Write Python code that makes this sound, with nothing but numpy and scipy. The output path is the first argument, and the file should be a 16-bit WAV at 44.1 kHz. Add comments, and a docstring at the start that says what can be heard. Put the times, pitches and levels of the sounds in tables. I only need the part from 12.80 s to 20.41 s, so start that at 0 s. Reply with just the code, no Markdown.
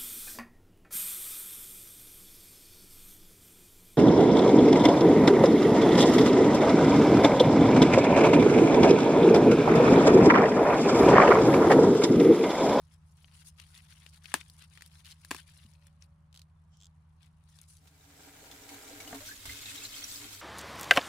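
"""A hand rustles through leafy greens in a garden and snaps off two crisp shoots, a far engine droning behind.
Leaves are coloured noise and tiny slips; stalks are cracks of noise over damped modes; the engine is a few sines.
The garden fades into a kitchen: a tap drums into a shallow plastic basin, then greens are swished under the stream.
The water is impulses through resonances, clouds of bubbles and spray noise; bumps on the basin are damped modes."""
import sys
import numpy as np
from scipy import signal
from scipy.fft import rfft, irfft, next_fast_len
from scipy.io import wavfile
from scipy.ndimage import uniform_filter1d, map_coordinates

SR = 44100
rng = np.random.default_rng(int(sys.argv[2]) if len(sys.argv) > 2 else 0)


def to_wav(sig):
    """Store sig (one row per channel, or 1-D mono) as 16-bit WAV at the path in sys.argv[1].

    Samples outside -1..1 are clipped; the rate is SR.
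    """
    pcm = np.clip(np.atleast_2d(sig), -1, 1) * 32767
    pcm = np.round(pcm).astype(np.int16)
    wavfile.write(sys.argv[1], SR, pcm.T)  # frames by channels


N = 335601

# How alike left and right are in the open garden: f/Hz, likeness (0-1)
OUTDOORS = [(100, 0.94), (1000, 0.23), (3000, 0.2), (10000, 0.12)]
# How alike left and right are in the kitchen: f/Hz, likeness (0-1)
INDOORS = [(100, .98), (300, 0.98), (800, 0.36), (2000, 0.15), (5000, 0.0053), (12000, 0)]


def amp(db):
    """Decibels to gain."""
    return 10 ** (np.asarray(db) / 20)


def unit(x):
    """Scale to rms 1."""
    return x / np.sqrt(np.mean(x ** 2) + 1e-20)


def along(points, hz):
    """Read (Hz, value) points at any frequency, on a log axis."""
    f, v = np.transpose(points)
    return np.interp(np.log(hz + 1), np.log(f + 1), v)


def curves(rows):
    """One value per sample for each column after the time; -120 before the first row."""
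    s, *cols = np.transpose(rows)
    return [np.interp(np.arange(N) / SR, s, c, left=-120) for c in cols]


def wobble(rate):
    """A smooth random curve, rate knots a second."""
    knots = rng.standard_normal(int(N * rate / SR) + 4)
    return map_coordinates(knots, [np.arange(N) * rate / SR])


def filtered(x, response):
    """Filter x by a response given as a function of frequency."""
    n = x.shape[-1]
    m = next_fast_len(n + 8192)
    return irfft(rfft(x, m) * response(np.fft.rfftfreq(m, 1 / SR)), m)[..., :n]


def resonances(modes, f):
    """Response of (Hz, width Hz, dB) resonances with alternating signs."""
    total = 0
    for k, (centre, width, db) in enumerate(modes):
        damping = 1j * f * width
        total = total + (-1) ** k * amp(db) * damping / (centre * centre - f * f + damping)
    return total


def add(track, s, sound):
    """Mix a sound into a track at time s."""
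    part = track[..., round(s * SR):][..., :sound.shape[-1]]
    part += sound[..., :part.shape[-1]]


def stereo(pair, spectrum, alike):
    """Colour two unrelated signals and blend them into left and right, rms 1."""
    def mid_side_response(hz):
        turn = np.arccos(np.clip(along(alike, hz), -1, 1)) / 2
        return amp(along(spectrum, hz)) * [np.cos(turn), np.sin(turn)]

    mid, side = filtered(pair, mid_side_response)
    return unit(np.array([mid + side, mid - side]))


def noise(size=N):
    """Two unrelated white noises."""
    return rng.standard_normal((2, size))


def crackle(rate, spread_db):
    """Sparse impulses of very unequal size, about rate a second, rms 1."""
    present = rng.random(N) < rate / SR
    size = amp(spread_db * np.minimum(rng.exponential(size=N), 3))
    return unit(noise() * present * size)


def bubbles(count, pitch_hz, scatter, cycles, rise, spread_db):
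    """A cloud of bubbles, each a dying sine that rises as it nears the surface."""
    t = np.arange(SR // 40) / SR
    hz = np.minimum(pitch_hz * np.exp(scatter * rng.standard_normal((count, 1))), SR / 3)
    age = t * hz / cycles
    size = amp(spread_db * np.minimum(rng.exponential(size=(count, 1)), 3))
    turns = hz * t * (1 + rise * np.minimum(age, 5) / 2)
    rings = size * np.exp(-age) * np.sin(2 * np.pi * turns)
    where = (rng.integers(0, N, (count, 1)) + np.arange(len(t))).ravel()
    sides = rng.uniform(0, 2 * np.pi, (count, 1))
    channels = [np.bincount(where, (rings * g).ravel(), N)[:N] for g in (np.cos(sides), np.sin(sides))]
    return unit(np.array(channels))


def ring(modes, t, wave=np.sin):
    """Damped (Hz, dB, t60 s) modes, struck at slightly new strengths each time."""
    return sum(amp(db + rng.normal(0, 1) - 60 * t / t60) * wave(2 * np.pi * hz * t) for hz, db, t60 in modes)


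def patchy(x, depth_db):
    """The colour shifts from moment to moment in patches some 300 Hz wide and 25 ms long, rms 1."""
    z = signal.stft(x, nperseg=512)[2]
    field = rng.standard_normal(z.shape[1:])
    field = uniform_filter1d(uniform_filter1d(field, size=4, axis=0), size=4, axis=1)
    return unit(signal.istft(z * amp(depth_db * unit(field)), nperseg=512)[1][:, :N])


def gesture(start, length, attack, release):
    """Gain of one movement: full at its start after a rise, it holds, then falls 20 dB each release time."""
    t = np.arange(N) / SR - start
    return np.clip(1 + t / attack, 0, 1) ** 2 * amp(-20 * np.maximum(t - length, 0) / release)


def movements(rows, attack, release):
    """Joint gain of (start s, length s, dB) movements, whose powers add."""
    return np.sqrt(sum((amp(db) * gesture(s, length, attack, release)) ** 2 for s, length, db in rows))


def garden_air():
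    """Open air as coloured noise, and a far engine whose close lines beat."""
    # Lines of the far engine: f/Hz, level/dB rms before the garden fade
    engine_lines = [(77.6, -64.5), (88, -69.5), (130, -82.5), (155.8, -66), (174.8, -79)]
    # Colour of the outdoor air: f/Hz, relative level/dB per Hz
    air_colour = [(20, -22.5), (35, 2.5), (62, 6), (85, 8.5), (110, 2), (135, 5.5), (210, -4.5), (300, -18),
                  (480, -21), (1000, -11), (2000, -24), (5000, -38), (10500, -40), (13000, -54.5)]
    t = np.arange(N) / SR
    drone = 0
    for hz, db in engine_lines:
        gain = amp(db + 0.35 * wobble(8.9)) * np.sqrt(2)  # rms to peak
        phase = 0.25 * wobble(3.3) + rng.uniform(0, 2 * np.pi)
        drone = drone + gain * np.sin(2 * np.pi * hz * t + phase)
    return drone + amp(-68) * stereo(noise(), air_colour, OUTDOORS)


def far_tone():
    """A faint far whine: one sine that swells and fades, unsteady in level and phase."""
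    # Whine at the microphone: t/s, level/dB before wobble and garden fade
    whine_level = [(2.6, -87), (2.9, -89), (3.45, -84.5), (3.8, -105), (4.2, -130)]
    whine_hz = 570
    gain = amp(curves(whine_level)[0] + 2.2 * wobble(8.5))
    return gain * np.sin(2 * np.pi * whine_hz * np.arange(N) / SR + wobble(18))


def sink():
    """The steel sink rumbles under the running water, as low coloured noise."""
    # Hollow rumble of the sink: f/Hz, relative level/dB per Hz
    rumble_colour = [(20, -7), (42, -2), (58, -10), (80, -3), (105, 3.5), (150, -20), (220, -10),
                     (400, -18)]
    return amp(-53) * stereo(noise(), rumble_colour, INDOORS)


def kitchen_fade():
    """Gain of the running water and sink, which fade in evenly."""
    fade_start_s, fade_length_s = 4.983, 1.437
    return np.clip((np.arange(N) / SR - fade_start_s) / fade_length_s, 0, 1)


def knocks():
    """The bunch and the hands bump the basin, which thuds on the sink; both ring as damped modes."""
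    # Bumps: t/s, basin wall level/dB before trim, sink level/dB
    bumps = [(6.3295, -32.5, -65), (6.347, -41, -75), (6.656, -51, -49), (6.681, -66, -46)]
    # Modes of the plastic wall: f/Hz, relative level/dB, t60/s
    wall_modes = [(270.4, 0, 0.28), (386, -29, .07), (635, -25, 0.1), (704, 8.5, 0.041), (920, -6, 0.099),
                  (1176, -2, 0.046), (1590, 3, 0.017), (1820, -2, 0.023)]
    # Modes of the steel sink: f/Hz, relative level/dB, t60/s
    steel_modes = [(42, -15, 0.2), (67.4, 2, 0.26), (106.5, -6.5, 0.72)]
    out, t = np.zeros(N), np.arange(SR // 3) / SR
    for s, wall_db, sink_db in bumps:
        wall = amp(wall_db - 10.5) * ring(wall_modes, t)
        steel = amp(sink_db) * ring(steel_modes, t)
        add(out, s, wall + steel)
    return out


def splashes():
    """Each blob slaps in a burst of spray; its bubble rings for a set number of cycles, jostled and rising in pitch."""
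    # Blobs of water that trap a bubble: t/s, slap level/dB and bubble level/dB before trim, pitch f/Hz
    blobs = [(5.0728, -43, -65, 3570), (5.713, -34, -46.5, 3450), (5.8903, -33.5, -49, 2130),
             (6.202, -30.5, -43, 2210), (6.275, -33, -42, 2890), (6.345, -29.5, -49, 1065),
             (6.405, -33.5, -52, 576), (6.487, -44, -43.5, 1534), (6.51, -52, -40, 1655),
             (6.655, -26.5, -46, 1520), (6.6934, -34, -37.5, 2030), (6.857, -38, -36.5, 3780),
             (6.8852, -35, -40.5, 2560), (6.9547, -34, -43, 3210), (6.978, -47, -36, 3760),
             (7.019, -43, -42, 2600), (7.0374, -31, -33, 7260), (7.051, -34, -31, 4110),
             (7.141, -52, -38, 3140), (7.24, -34, -27.5, 5630)]
    life_cycles = 168  # to -60 dB
    phase_stretch_per_s = 0.88  # the pitch climbs twice as fast
    jostle_rad = 0.42  # rms, from the stream
    out, t = np.zeros((2, N)), np.arange(SR // 8) / SR
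    for s, slap_db, bubble_db, hz in blobs:
        slap = stereo(noise(size=len(t)), [(400, -10), (hz, 0), (8000, -4), (16000, -13)], INDOORS)
        add(out, s, amp(slap_db - 13 - 60 * t / 0.094) * slap)
        life = amp(-60 * t * hz / life_cycles) * (1 - np.exp(-t / 0.00085))
        jostle = jostle_rad * unit(uniform_filter1d(noise(size=len(t)), size=90, axis=1))
        phases = rng.uniform(0, 4.3, (2, 1)) + jostle  # the sink walls blur its direction
        tone = np.sin(2 * np.pi * hz * t * (1 + phase_stretch_per_s * t) + phases)
        add(out, s, amp(bubble_db + 1) * life * tone)
    return out


def stream_gains(cover):
    """Gains of drumming, gurgle and spray: leaves damp the steady stream, surges and swishes add their power to it."""
    # The stream strikes the basin harder: full from t/s, length/s, level/dB
    surges = [(4.96, 0.098, -43), (5.205, 0.045, -51), (5.41, 0.058, -51), (5.55, 0.019, -58),
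              (5.89, 0.089, -55), (6.08, 0.042, -60), (6.66, 0.14, -63.5), (6.93, 0.11, -58.5),
              (7.43, 0.032, -57)]
    # Greens are swished through the water: full from t/s, length/s, gurgle level/dB, spray over gurgle/dB
    swishes = [(6.465, 0.034, -53.5, 7.5), (6.674, 0.12, -50, 0.5), (6.828, 0.095, -48, 0),
               (6.951, .11, -49, 0.5), (7.126, 0.13, -50.5, 2), (7.285, 0.099, -59, 15),
               (7.406, .08, -51, -7), (7.53, 0.019, -53.5, 8)]
    attack_s, release_s = 0.048, 0.052  # water is pushed, then runs back
    drum_db, gurgle_db, spray_db = -52, -52, -52  # the steady stream in the bare basin
    cushion_db, calm_db, soften_db = -17, -4.5, -0.5  # change of each under full leaf cover
    surge_gurgle_db, surge_spray_db = -3, 1  # what a surge stirs up, over its drumming
    surge = movements(surges, attack_s, release_s)
    slosh = movements([(s, length, db) for s, length, db, _ in swishes], attack_s, release_s)
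    spatter = movements([(s, length, db + more) for s, length, db, more in swishes], attack_s, release_s)
    drum = [amp(drum_db + cushion_db * cover), surge]
    gurgle = [amp(gurgle_db + calm_db * cover), amp(surge_gurgle_db) * surge, slosh]
    spray = [amp(spray_db + soften_db * cover), amp(surge_spray_db) * surge, spatter]
    return [np.linalg.norm(parts, axis=0) for parts in (drum, gurgle, spray)]


def struck(modes):
    """Falling water strikes resonant modes: impulses over a steady hiss, rms 1."""
    blows = crackle(rate=900, spread_db=3.0) + 0.29 * noise()
    return unit(filtered(blows, lambda f: resonances(modes, f)))


def tap():
    """The stream drums on the basin, gurgles in the pool or patters on the leaves, and breaks up into spray."""
    # Share of the stream that lands on leaves: t/s, share (0-1)
    leaf_cover = [(6.36, 0), (6.48, 0.94), (6.8, 1), (7.61, 0.74)]
    # Resonances of the basin: f/Hz, width/Hz, relative level/dB
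    basin_modes = [(286.1, 15, -1), (415.3, 8.3, -3), (448, 37, -9.5), (656, 52, -8), (779, 34, -2.5),
                   (965, 77, -8)]
    # Resonances of the open water: f/Hz, width/Hz, relative level/dB
    pool_modes = [(1270, 130, 0), (1423, 30, 5), (1595, 87, 1.5), (2075, 130, -2), (2316, 73, 0.5),
                  (3900, 320, -21.5)]
    # Pockets among wet leaves and the basin wall: f/Hz, width/Hz, relative level/dB
    pocket_modes = [(2144, 33, 2.5), (2563, 60, -1), (3164, 34, -0.5), (3440, 81, -2), (3760, 97, -1),
                    (4197, 57, -0.5), (4740, 60, 1), (5170, 81, -7), (5400, 89, -5), (7290, 140, -41)]
    # Colour of the gurgle: f/Hz, relative level/dB per Hz
    gurgle_colour = [(500, -22), (1050, -9), (1500, -3), (2300, -2), (3000, 0.5), (3900, -1), (5000, -6.5),
                     (8000, 0), (11000, -31)]
    # Colour of the spray: f/Hz, relative level/dB per Hz
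    spray_colour = [(2500, -12), (4200, -1.5), (5000, -2), (6200, -1.5), (7600, -0.5), (9500, -7),
                    (12000, -5), (15500, -6.5)]
    drum_colour = [(120, -8.0), (240, -1.0), (1100, -12.5), (2200, -9)]
    cover = np.clip(curves(leaf_cover)[0], 0, 1)
    drum_gain, gurgle_gain, spray_gain = stream_gains(cover)

    deep = bubbles(count=450, pitch_hz=698, scatter=0.304, cycles=6.2, rise=0.03, spread_db=5)
    bare = stereo(struck(basin_modes) + 0.32 * deep, drum_colour, INDOORS)
    # leaves soften the blows
    cushioned = unit(filtered(bare, lambda hz: amp(along([(420, 1), (700, -10)], hz))))
    drum = (1 - cover) * bare + cover * cushioned

    large = bubbles(count=3000, pitch_hz=2336, scatter=0.61, cycles=15, rise=0.042, spread_db=2.0)
    landing = np.sqrt(1 - cover) * struck(pool_modes) + np.sqrt(cover) * struck(pocket_modes)
    churn = crackle(rate=6300, spread_db=6.0)
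    gurgle = stereo(landing + 0.5 * large + 1.9 * churn, gurgle_colour, INDOORS)

    small = bubbles(count=4000, pitch_hz=6710, scatter=0.39, cycles=13.5, rise=0.054, spread_db=7.5)
    droplets = 0.38 * small + 0.9 * crackle(rate=3500, spread_db=4.5) + 1.05 * noise()
    spray = stereo(patchy(droplets, depth_db=3.5), spray_colour, INDOORS)

    flutter = amp(0.78 * wobble(45))  # the stream wavers as it lands
    return flutter * (drum_gain * drum + gurgle_gain * gurgle + spray_gain * spray)


def bump():
    """One soft, low bump as the hand turns over: two damped modes with a soft onset."""
    out, t = np.zeros(N), np.arange(SR // 4) / SR
    thump = ring([(138, 0, 0.12), (197, -1.1, 0.076)], t) * (1 - np.exp(-t / 0.0025))
    add(out, 2.85, amp(-49) * thump)
    return out


def slips():
    """Yield the slips of every creak: gaps grow or shrink by a ratio; mid-run pressure makes it louder and higher."""
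    # Runs of stick and slip on waxy stalks: start t/s, length/s, first gap/s, next gap over the last,
    # mid-run level/dB before trim, mid-run pitch f/Hz, upper ring/dB before offsets, leaf scrape/dB
    creaks = [(2.2473, 0.027, 0.0095, 0.95, -39, 3000, -17, -1.5),
              (2.304, .023, .0064, 1, -41.5, 4460, -12, 1),
              (3.543, 0.084, .0078, 1.33, -43.5, 3150, 1.5, 1),
              (4.003, .076, .01, 1.03, -43.5, 3500, 4.5, -9.5)]
    edge_db = -5  # at the ends of a run
    pitch_scatter, pitch_bend, jitter_s = 0.015, 0.065, 0.00035  # bend: log pitch sag at the ends
    for start, length, gap, stretch, db, hz, upper_db, scrape_db in creaks:
        ages = np.cumsum(np.append(0, gap * stretch ** np.arange(12)))
        for age, (late, sharp) in zip(ages[ages < length], rng.standard_normal((len(ages), 2))):
            slack = (2 * age / length - 1) ** 2  # 0 mid-run, 1 at the ends
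            pitch = hz * np.exp(pitch_scatter * sharp - pitch_bend * slack)
            yield start + age + jitter_s * late, db + edge_db * slack, pitch, upper_db, scrape_db


def squeaks():
    """Stalks rub softly, then stick and slip; every slip rings a low pitch and a cluster of higher ones."""
    # Stalk rubbing on stalk: t/s, level/dB before the garden fade
    rub_level = [(3.88, -105), (3.94, -71), (3.97, -78.5), (4.02, -71), (4.07, -78), (4.1, -105)]
    # Resonances of the rub: f/Hz, width/Hz, relative level/dB
    rub_modes = [(3160, 220, -0.5), (5560, 820, -5.5), (7486, 900, -9)]
    # Colour of the leaf scrape: f/Hz, relative level/dB per Hz
    scrape_colour = [(600, -23), (1400, -5.5), (2300, -8), (4100, 5.5), (6500, -6), (10000, -6),
                     (14000, -14)]
    rubbing = unit(filtered(noise(), lambda f: resonances(rub_modes, f) * (f < 9000)))
    out, t = amp(curves(rub_level)[0]) * rubbing, np.arange(SR // 20) / SR
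    for s, db, hz, upper_db, scrape_db in slips():
        upper = [(5500, upper_db - 7, 0.0045), (6300, upper_db + 2, 0.0045), (7300, upper_db + 1, 0.0045)]
        stalk = ring([(hz, 0, 0.009)] + upper, t) * (1 - np.exp(-t / 0.00026))
        shiver = amp(-60 * t / 0.0081) + amp(-12 - 60 * t / 0.06)  # the leaf on the stalk trembles on
        scrape = amp(scrape_db) * shiver * stereo(noise(size=len(t)), scrape_colour, OUTDOORS)
        add(out, s, amp(db - 6.5) * (stalk + scrape))
    return out


def ticks():
    """A leaf flicks free: a sharp click, a short ring at its own pitch, and a shiver of the blade."""
    # Leaves flicking free: t/s, level/dB before trim, pitch f/Hz, treble/dB at 10 kHz relative to the pitch
    flicks = [(0.4448, -47, 3020, -35), (0.7992, -37.5, 2670, -12), (0.951, -46, 3800, -9),
              (0.9768, -42.5, 4470, -5), (1.264, -40, 2880, -15), (1.4571, -36, 2550, -18),
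              (1.5192, -41.5, 2105, -12), (1.6123, -38.5, 2500, -15), (1.699, -42, 4630, 2),
              (1.8225, -41.5, 2720, -7), (1.975, -43, 2000, -10), (2.009, -42.5, 2180, -13),
              (2.0215, -36, 1900, 0), (2.062, -41.5, 4950, 8), (2.2895, -48, 2980, -4),
              (2.4485, -37, 1690, 1), (2.5648, -35.5, 2600, -4), (2.936, -55, 5430, -7),
              (3.0686, -45.5, 1750, 11), (3.2235, -44, 5440, -19), (3.528, -51.5, 3055, -10),
              (3.971, -55.5, 5600, -4.5), (4.43, -51.5, 3520, -7.5), (4.788, -44.5, 3680, -7),
              (4.815, -40.5, 6600, 7)]
    out, t = np.zeros((2, N)), np.arange(SR // 25) / SR
    for s, db, hz, treble_db in flicks:
        colour = [(300, -23), (hz * 0.51, -14), (hz, 0), (hz * 1.3, -4)]
        colour += [(10000, treble_db), (16000, treble_db - 14.5)]
        decay = amp(-60 * t / 0.01) + amp(-13 - 60 * t / 0.052)  # click, then shiver
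        click = stereo(noise(size=len(t)), colour, OUTDOORS) * decay
        blade = amp(-2.5) * ring([(hz, 0, 0.011)], t)
        add(out, s, amp(db - 7.5) * (click + blade))
    return out


def leaf_grains():
    """Clumps of tiny slips over a hiss, each spot with its own colour."""
    clumps = amp(2.5 * wobble(130))
    return patchy(clumps * (crackle(rate=900, spread_db=2.0) + 0.72 * noise()), depth_db=3.5)


def leaves():
    """Leaves slide over each other as the hand brushes through: clumped slips in a high hiss and a lower crinkle."""
    # Strokes of the hand: full from t/s, length/s, rustle level/dB before trim, crinkle over rustle/dB
    strokes = [(0.0, 0.081, -78.5, -5), (0.122, 0.016, -68, -3), (0.273, 0.058, -80, -15),
               (0.385, .11, -73, -2), (.535, 0.09, -65.5, -1), (0.665, 0.023, -58.5, -11),
               (0.791, 0.029, -65, 3.5), (0.825, 0.089, -68.5, -3), (0.948, 0.037, -62, 0),
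               (0.99, 0.073, -71.5, 1.5), (1.103, 0.028, -62.5, 0.5), (1.163, 0.13, -66.5, -2),
               (1.341, 0.033, -64.5, -0.5), (1.445, 0.081, -62.5, 2.5), (1.541, 0.07, -62.5, 4),
               (1.644, 0.17, -70, -5.5), (1.801, 0.04, -64, 2), (1.919, 0.16, -70, 2.5),
               (2.123, 0.084, -66.5, -0.5), (2.263, 0.063, -62.5, 1.5), (2.41, 0.1, -68, -5),
               (2.535, 0.07, -58.5, 1), (2.674, 0.036, -67, 2), (2.744, 0.1, -69, -0.5),
               (2.86, .09, -75.5, -0.5), (3.018, 0.062, -79.5, 2), (3.225, .015, -72, 3),
               (4.424, 0.048, -75.5, 3), (4.693, 0.15, -70, -3), (4.898, 0.076, -62, -11.5)]
    # Faint stir of the held bunch: t/s, level/dB before trim
    held_stir = [(0, -86), (2.8, -76), (3.4, -92.5), (4.3, -90), (5.0, -78)]
    # Colour of the leaf hiss: f/Hz, relative level/dB per Hz
    hiss_colour = [(2500, -23.5), (4000, -7), (5500, -2), (7500, -4), (10000, 1.5), (12500, -13.5),
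                   (16000, -16)]
    # Colour of the leaf body: f/Hz, relative level/dB per Hz
    body_colour = [(300, -44.5), (1000, -8.5), (1800, -3.5), (2900, -1), (4500, -3.5), (7000, -23.5)]
    attack_s, release_s = 0.041, 0.032  # leaves bend, then settle
    stir = amp(curves(held_stir)[0])
    rustle = movements([(s, length, db) for s, length, db, _ in strokes], attack_s, release_s)
    crinkle = movements([(s, length, db + more) for s, length, db, more in strokes], attack_s, release_s)
    hiss = amp(0.5) * np.hypot(rustle, stir) * stereo(leaf_grains(), hiss_colour, OUTDOORS)
    body = amp(-1.05) * np.hypot(crinkle, stir) * stereo(leaf_grains(), body_colour, OUTDOORS)
    return hiss + body


def snaps():
    """A turgid stalk cracks, rings and jolts the hand; fibres tear on and the wall and ground answer."""
    # Breaks of a stalk: t/s, level/dB before trims, crack/dB and thud of the hand/dB before trims
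    breaks = [(1.5408, -4.5, 2.5, 3.5), (2.5092, -19, 3, 9), (2.5130, -11.5, -3.5, 8.5),
              (2.5472, -23, 1, 9)]
    # Modes of the stalk and the hand round it: f/Hz, relative level/dB, t60/s
    stalk_modes = [(778, -26, 0.0082), (1034, -1, 0.0097), (1212, -15.5, 0.024), (1665, 0, .012),
                   (2446, 4.5, 0.0039), (3380, -8, .007), (4320, -2, .005), (7100, -7.5, 0.00519),
                   (10900, -13.5, 0.0095)]
    # Modes of the jolted hand: f/Hz, relative level/dB, t60/s
    thud_modes = [(289, -8.5, 0.04), (376, 1, 0.021)]
    # Colour of the tail: f/Hz, relative level/dB per Hz
    tail_colour = [(150, -8), (300, 7.5), (500, -6), (850, 2), (2800, 1), (5000, -4.5), (10000, -6),
                   (16000, -13.5)]
    crack_colour = [(500, -16), (1200, -16), (8000, 13.5), (16000, 3)]
    out, t = np.zeros((2, N)), np.arange(SR // 5) / SR
    for s, db, crack_db, thud_db in breaks:
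        let_go = 1 - np.exp(-t / 0.0002)
        stalk = amp(-11) * ring(stalk_modes, t, np.cos) * let_go  # cosine: released at full bend
        thud = amp(thud_db - 29.5) * ring(thud_modes, t, np.cos)
        crack = amp(crack_db - 17 - 60 * t / 0.0065) * stereo(noise(size=len(t)), crack_colour, OUTDOORS)
        tail = amp(-28 - 60 * t / 0.1) * stereo(noise(size=len(t)), tail_colour, OUTDOORS)
        add(out, s, amp(db) * (stalk + thud + crack + tail))
    thin = signal.butter(2, 170, "high", fs=SR, output="sos")  # so small a body radiates little bass
    return signal.sosfilt(thin, out) * amp([[1.6], [-1.6]])  # left of the microphone


def scene():
    """The garden gives way to the kitchen."""
    # How much of the garden is heard: t/s, gain/dB
    garden_fade = [(0, 2), (4.85, 1), (5.25, -3), (5.55, -5), (5.8, -5), (6, -80)]
    # Lean of the leaves towards the left: f/Hz, left minus right/dB
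    leaf_lean = [(200, 1), (1000, 5.5), (2500, 8.5), (4400, 7.5), (8000, 1), (15000, 3)]
    half_each_side = np.array([[0.5], [-0.5]])
    foliage = filtered(leaves() + ticks(), lambda hz: amp(along(leaf_lean, hz) * half_each_side))
    garden = garden_air() + far_tone() + foliage + squeaks() + snaps() + bump()
    water = kitchen_fade() * (tap() + sink())
    return amp(curves(garden_fade)[0]) * garden + water + splashes() + knocks()


def record(dry):
    """The recorder cuts steeply above its band limit."""
    top_hz = 15600
    return filtered(dry, lambda hz: 1 / np.sqrt(1 + (hz / top_hz) ** 120))


dry = scene()
out = record(dry)
to_wav(out)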